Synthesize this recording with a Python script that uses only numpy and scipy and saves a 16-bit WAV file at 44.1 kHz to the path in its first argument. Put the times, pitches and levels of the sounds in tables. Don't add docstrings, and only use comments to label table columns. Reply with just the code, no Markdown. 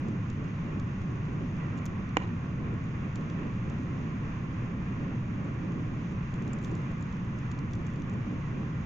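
import sys
import numpy as np
from scipy import signal
from scipy.fft import rfft, irfft
from scipy.io import wavfile
from scipy.ndimage import uniform_filter1d

SR = 44100
rng = np.random.default_rng(int(sys.argv[2]) if len(sys.argv) > 2 else 0)


def decibels_to_gain(level_db):
    exponent = np.asarray(level_db, float) / 20
    return 10 ** exponent


def wrap_up_sound(samples):
    columns = np.atleast_2d(samples).T
    tamed = np.clip(columns, -1, 1)
    steps = np.round(tamed * 32767).astype(np.int16)
    wavfile.write(sys.argv[1], SR, steps)


N = 390285

# [f/Hz, density/dB]
AIR_SPECTRUM = [(20, -11), (45, -11), (75, -8), (110, 0), (140, 0), (175, -0.5), (230, -7), (320, -14),
                (480, -23.5), (800, -29.5), (1400, -26.5), (1620, -30), (1950, -29), (2180, -33),
                (2430, -30.5), (2600, -35), (2760, -34), (2920, -40.5), (3500, -44), (4200, -52)]
# [f/Hz, density/dB]
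HISS_SPECTRUM = [(4200, -50), (5300, -53), (6500, -48), (7100, -55), (7700, -79), (8800, -81.5),
                 (15000, -83.5)]
# [t/s, level/dB]
RUSH_LEVEL = [(0.0, -48.5), (0.24, -49.5), (2.02, -48.5), (3.84, -49.5), (4.39, -48), (4.85, -49),
              (6.11, -49.5), (7.35, -48), (8.85, -49.5)]
# [f/Hz, correlation/1]
PORT_LIKENESS = [(25, 0.93), (60, 1), (120, 0.99), (240, 0.97), (490, 0.69), (980, 0.24), (1970, 0.3),
                 (3960, -0.22), (7960, 1)]
# [f/Hz, lead/rad]
LEFT_LEAD = [(60, 0), (200, 0.12), (350, 0.51), (600, 0.3), (860, 1.04), (1200, -1.5), (1600, -4.5),
             (2400, -6.5)]
# [t/s, peak of scrape body/dB, peak of treble re body/dB, shaft ring f/Hz, left minus right/dB]
CLEAR_TICKS = [(0.082, -51, -39, 6400, -5), (0.298, -45, -53, 6540, -8), (0.795, -46.5, -47, 6160, -1.5),
               (1.252, -53.5, -37, 6500, -10), (1.773, -51, -38, 6900, 0), (1.7783, -52, -38, 6800, 3),
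               (1.785, -50, -39, 6500, 4), (1.8532, -40, -7.5, 6500, -6), (1.8595, -36.5, -27.5, 6500, 3),
               (2.0886, -49, -42, 6000, 2), (3.155, -41.5, -25.5, 6450, 3.5), (3.297, -46, -44, 5860, -4),
               (3.696, -50.5, -44, 6600, -2), (5.717, -51, -41, 6610, 6), (6.337, -45, -34, 6470, -5),
               (6.4203, -50, -36, 6400, 5), (6.475, -47, -34, 6400, 7), (6.5302, -40.5, -36, 8060, -11),
               (6.5844, -50, -40, 6600, 2), (6.626, -57, -14, 6600, 3), (6.6356, -52, -15.5, 6660, -2.5),
               (6.644, -40.5, -19.5, 6300, 5.5), (6.653, -51.5, -16, 6600, -4), (6.712, -51, -43, 6640, -4),
               (6.7494, -47.5, -44, 7050, 2.5), (7.0223, -47, -48, 6900, -5), (7.124, -50, -38, 6200, 3),
               (7.385, -51, -40, 6500, -1), (7.513, -43, -52, 6720, -7), (7.587, -43.5, -34.5, 6440, 3),
               (7.7315, -42.5, -25, 6000, 1), (7.7494, -51, -38, 6670, -3), (7.864, -47, -38, 6540, -7),
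               (7.957, -50, -39, 6150, 4.5), (8.0173, -48, -38, 6270, 1), (8.094, -49, -27, 6830, -5)]
# [from t/s, to t/s, ticks/1]
FIDGET_SPANS = [(0, 2.3, 9), (2.6, 4, 7), (5.4, 6.2, 4), (6.3, 8.2, 28), (6.6, 6.8, 8)]
# [f/Hz, level/dB]
SCRAPE_BODY = [(1200, -73), (2200, -35), (3200, -11.5), (4400, -12), (5500, -12), (6600, -9.5),
               (7300, -6.5), (7800, -25.5), (8500, -39), (9600, -60.5)]
SCRAPE_TREBLE = [(7000, -58.5), (7800, -3), (8600, 8.5), (10300, -1.5), (11800, -7.5), (13500, 0),
                 (15200, -0.5), (16000, -16.5)]
# [t/s, clack peak/dB, left minus right/dB, f favoured by the spot that lands/Hz]
WORKPIECE_KNOCKS = [(2.1694, -9.5, -8, 1600), (2.1698, -18, 5, 2600), (2.1711, -19, 9, 2150),
                    (2.2025, -32, -5, 1850), (2.2145, -38, -5, 1100), (2.2185, -33, -5, 1900),
                    (2.224, -33, -3, 2800), (2.229, -37, -2, 2350), (2.2375, -34, -2, 1850),
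                    (2.2908, -37, -2, 2350)]
# [f/Hz, relative level/dB, t60/s]
RING_MODES = [(305, -11, 0.05), (470, -11.5, 0.03), (800, -3.5, 0.016), (1000, -6, 0.01), (1450, -3, 0.004),
              (1870, -8, 0.009), (2310, -6, 0.007), (2770, -11, 0.01), (3300, -16, .005),
              (3850, -13, 0.008), (4650, -15, 0.008), (6050, -13, 0.008), (6700, -6, 0.011),
              (15000, -22, .005)]
# (from t/s, to t/s)
RATTLE_SPAN_S = (2.21, 2.3)
# [f/Hz, width/Hz, boost/dB]
LEFT_PORT_BELLS = [(376, 210, -3.5), (1590, 2000, -1.5)]
RIGHT_PORT_BELLS = [(305, 130, 1.5), (673, 140, -5), (1077, 207, 7), (14000, 5900, 5.5)]

AIR_RMS_DB, DRIFT_DB = -31, 0.27
TICK_T60_S, TICK_RISE_S = 0.018, 0.0033
BIT_HZ, TILT_DB_PER_OCT = 6500, -2.5
TILT_DB_PER_OCT_PER_RING_OCT = 62
FIDGET_DB, FIDGET_SPREAD_DB, FIDGET_TREBLE_DB = -57.5, 1.8, -30.5
SWELL_S = 0.00014
FAVOUR_DB, FAVOUR_OCT = 12, 0.28
CONTACT_S, SOFTER = 0.00005, 0.18
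THUD_FADE_DB_PER_DB = 0.45
KNOCK_LAG_S = 0.0003
RATTLE_DB, RATTLE_SAG_DB_PER_S = -41, 38
BASS_TOP = 0.097


def shape(table, hz):
    f_hz, value = np.array(table).T
    return np.interp(np.log(hz), np.log(f_hz), value)


def walk(rate_hz):
    hold = int(SR / rate_hz)
    steps = np.repeat(rng.standard_normal(N // hold + 1), hold)
    return 2.0 * uniform_filter1d(uniform_filter1d(steps, hold), hold)[:N]


def add(track, sound, s):
    i = int(round(s * SR))
    track[..., i:i + sound.shape[-1]] += sound[..., :N - i]


def fan():
    hz = np.maximum(np.arange(N // 2 + 1) * SR / N, 1)
    alike = np.clip(shape(PORT_LIKENESS, hz), -1, 0.995)
    spectrum = decibels_to_gain(shape(AIR_SPECTRUM + HISS_SPECTRUM[1:], hz))
    mid, side = rfft(rng.standard_normal((2, N))) * spectrum
    mid = mid * np.sqrt(1 + alike)
    side = side * np.sqrt(1 - alike)
    pair = np.array([(mid + side) * np.exp(1j * shape(LEFT_LEAD, hz)), mid - side])

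    rumble = 1 / (1 + (hz / 260) ** 4)
    low_rush = 1 / (1 + (hz / 600) ** 4) - rumble
    hiss = 1 / (1 + (3000 / hz) ** 4)
    rush = 1 - rumble - low_rush - hiss

    rush_db = np.interp(np.arange(N) / SR, *np.array(RUSH_LEVEL).T)
    rush_db = rush_db - rush_db.mean()
    air = irfft(pair * rumble, N)
    air = air + irfft(pair * low_rush, N) * decibels_to_gain(1.89 * walk(18))
    air = air + irfft(pair * rush, N) * decibels_to_gain(rush_db + 0.6 * walk(14))
    air = air + irfft(pair * hiss, N) * decibels_to_gain(0.5 * walk(14))
    return air / air.std() * decibels_to_gain(AIR_RMS_DB + DRIFT_DB * walk(0.66))


def faint_ticks():
    rows = []
    for t0_s, t1_s, count in FIDGET_SPANS:
        when_s = t0_s + (t1_s - t0_s) * rng.random(count)
        a = rng.standard_normal((count, 4))
        body_db = FIDGET_DB + FIDGET_SPREAD_DB * a[:, 0]
        treble_db = FIDGET_TREBLE_DB + 5 * a[:, 1]
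        ring_hz = BIT_HZ * (1 + 0.06 * a[:, 2])
        rows += zip(when_s, body_db, treble_db, ring_hz, 2.5 * a[:, 3])
    return rows


def screwdriver():
    out = np.zeros((2, N))
    t = np.arange(2048) / SR
    hz = np.maximum(np.arange(1025) * SR / 2048, 1)
    start_s = 0.004
    age = np.maximum(t - start_s, 0)
    rise = np.minimum(age / TICK_RISE_S, 1) ** 2
    envelope = rise * decibels_to_gain(-60 * np.maximum(age - TICK_RISE_S, 0) / TICK_T60_S)
    for s, body_db, treble_db, ring_hz, pan_db in CLEAR_TICKS + faint_ticks():
        unevenness = decibels_to_gain(4.1 * rng.standard_normal(len(t)))
        noise = rng.standard_normal((3, len(t))) * unevenness
        grit = (noise[0] + 0.21 * noise[1:]) * envelope

        tilt_db = TILT_DB_PER_OCT + TILT_DB_PER_OCT_PER_RING_OCT * np.log2(ring_hz / BIT_HZ)
        colour = decibels_to_gain(tilt_db * np.log2(np.clip(hz / 6000, 0.4, 1.5)))
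        colour = colour * (1 + 2.0 / (1 + ((hz - ring_hz) / 170) ** 2))
        spectrum = rfft(grit) * colour
        body = irfft(spectrum * decibels_to_gain(shape(SCRAPE_BODY, hz)))
        treble = irfft(spectrum * decibels_to_gain(shape(SCRAPE_TREBLE, hz)))
        tick = body / np.abs(body).max() + decibels_to_gain(treble_db) * treble / np.abs(treble).max()
        port_db = body_db + np.array([[pan_db], [-pan_db]]) / 2
        add(out, tick * decibels_to_gain(port_db), s - start_s)
    return out


def ring(modes, length=4096):
    t = np.arange(length) / SR
    total = np.zeros(length)
    for f_hz, db, t60_s in modes:
        sign = np.sign(900 - f_hz)
        total += sign * decibels_to_gain(db - 60 * t / t60_s) * np.sin(2 * np.pi * f_hz * t)
    return (1 - np.exp(-t / SWELL_S)) ** 2 * total


def rattle(count=8):
    t0_s, t1_s = RATTLE_SPAN_S
    when_s = rng.random(count) * (t1_s - t0_s)
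    a = rng.standard_normal((count, 3))
    db = RATTLE_DB - RATTLE_SAG_DB_PER_S * when_s + 2.1 * a[:, 0]
    spot_hz = 2600 * decibels_to_gain(2.5 * a[:, 2])
    return list(zip(t0_s + when_s, db, 3 * a[:, 1], spot_hz))


def knock():
    out = np.zeros((2, N))
    t = np.arange(48) / SR
    bench = ring(RING_MODES[:3])
    first_db = WORKPIECE_KNOCKS[0][1]
    for s, db, pan_db, spot_hz in WORKPIECE_KNOCKS + rattle():
        modes = []
        for f_hz, mode_db, t60_s in RING_MODES[3:]:
            favour = np.exp(-(np.log2(f_hz / spot_hz) / FAVOUR_OCT) ** 2)
            modes.append((f_hz, mode_db + FAVOUR_DB * favour, t60_s))
        weaker_db = first_db - db
        push = t * np.exp(-t / (CONTACT_S * decibels_to_gain(SOFTER * weaker_db)))
        thud = np.convolve(bench, push)
        clack = np.convolve(ring(modes), push)
        peak = np.abs(clack).max()
        add(out, thud * decibels_to_gain(db - THUD_FADE_DB_PER_DB * weaker_db) / peak, s + KNOCK_LAG_S)
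        add(out[0], clack * decibels_to_gain(db + pan_db / 2) / peak, s + KNOCK_LAG_S)
        add(out[1], clack * decibels_to_gain(db - pan_db / 2) / peak, s)
    return out


def room(x):
    t = np.arange(SR // 4) / SR
    tail = rng.standard_normal((2, len(t))) * decibels_to_gain(-60 * t / 0.26) * (t > 0.004)
    tail = signal.sosfilt(signal.butter(2, 7000, fs=SR, output="sos"), tail)
    return x + decibels_to_gain(-45.5) * signal.fftconvolve(x, tail, axes=1)[:, :N]


def scene():
    return fan() + room(screwdriver() + knock())


def port(x, bells):
    hz = np.arange(N // 2 + 1) * SR / N
    boost_db = sum(db * np.exp(-(2 * (hz - f_hz) / width_hz) ** 2) for f_hz, width_hz, db in bells)
    return irfft(rfft(x) * decibels_to_gain(boost_db), N)


def low_pass(x):
    return signal.sosfilt(signal.butter(12, 15700, fs=SR, output="sos"), x)


def record(dry):
    x = np.array([port(dry[0], LEFT_PORT_BELLS), port(dry[1], RIGHT_PORT_BELLS)])
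    lows = signal.sosfiltfilt(signal.butter(3, 250, fs=SR, output="sos"), x)
    upper_bass = signal.butter(2, [115, 270], "band", fs=SR, output="sos")
    heard = signal.sosfiltfilt(upper_bass, x.mean(0))
    window = int(0.0052 * SR)
    power = uniform_filter1d(uniform_filter1d(heard ** 2, window), window)
    gain = (power / power.mean() + 0.62) ** -0.25
    rounded = BASS_TOP * np.tanh(lows * gain / BASS_TOP)
    return low_pass(x - lows + rounded)


dry = scene()
out = record(dry)
wrap_up_sound(out)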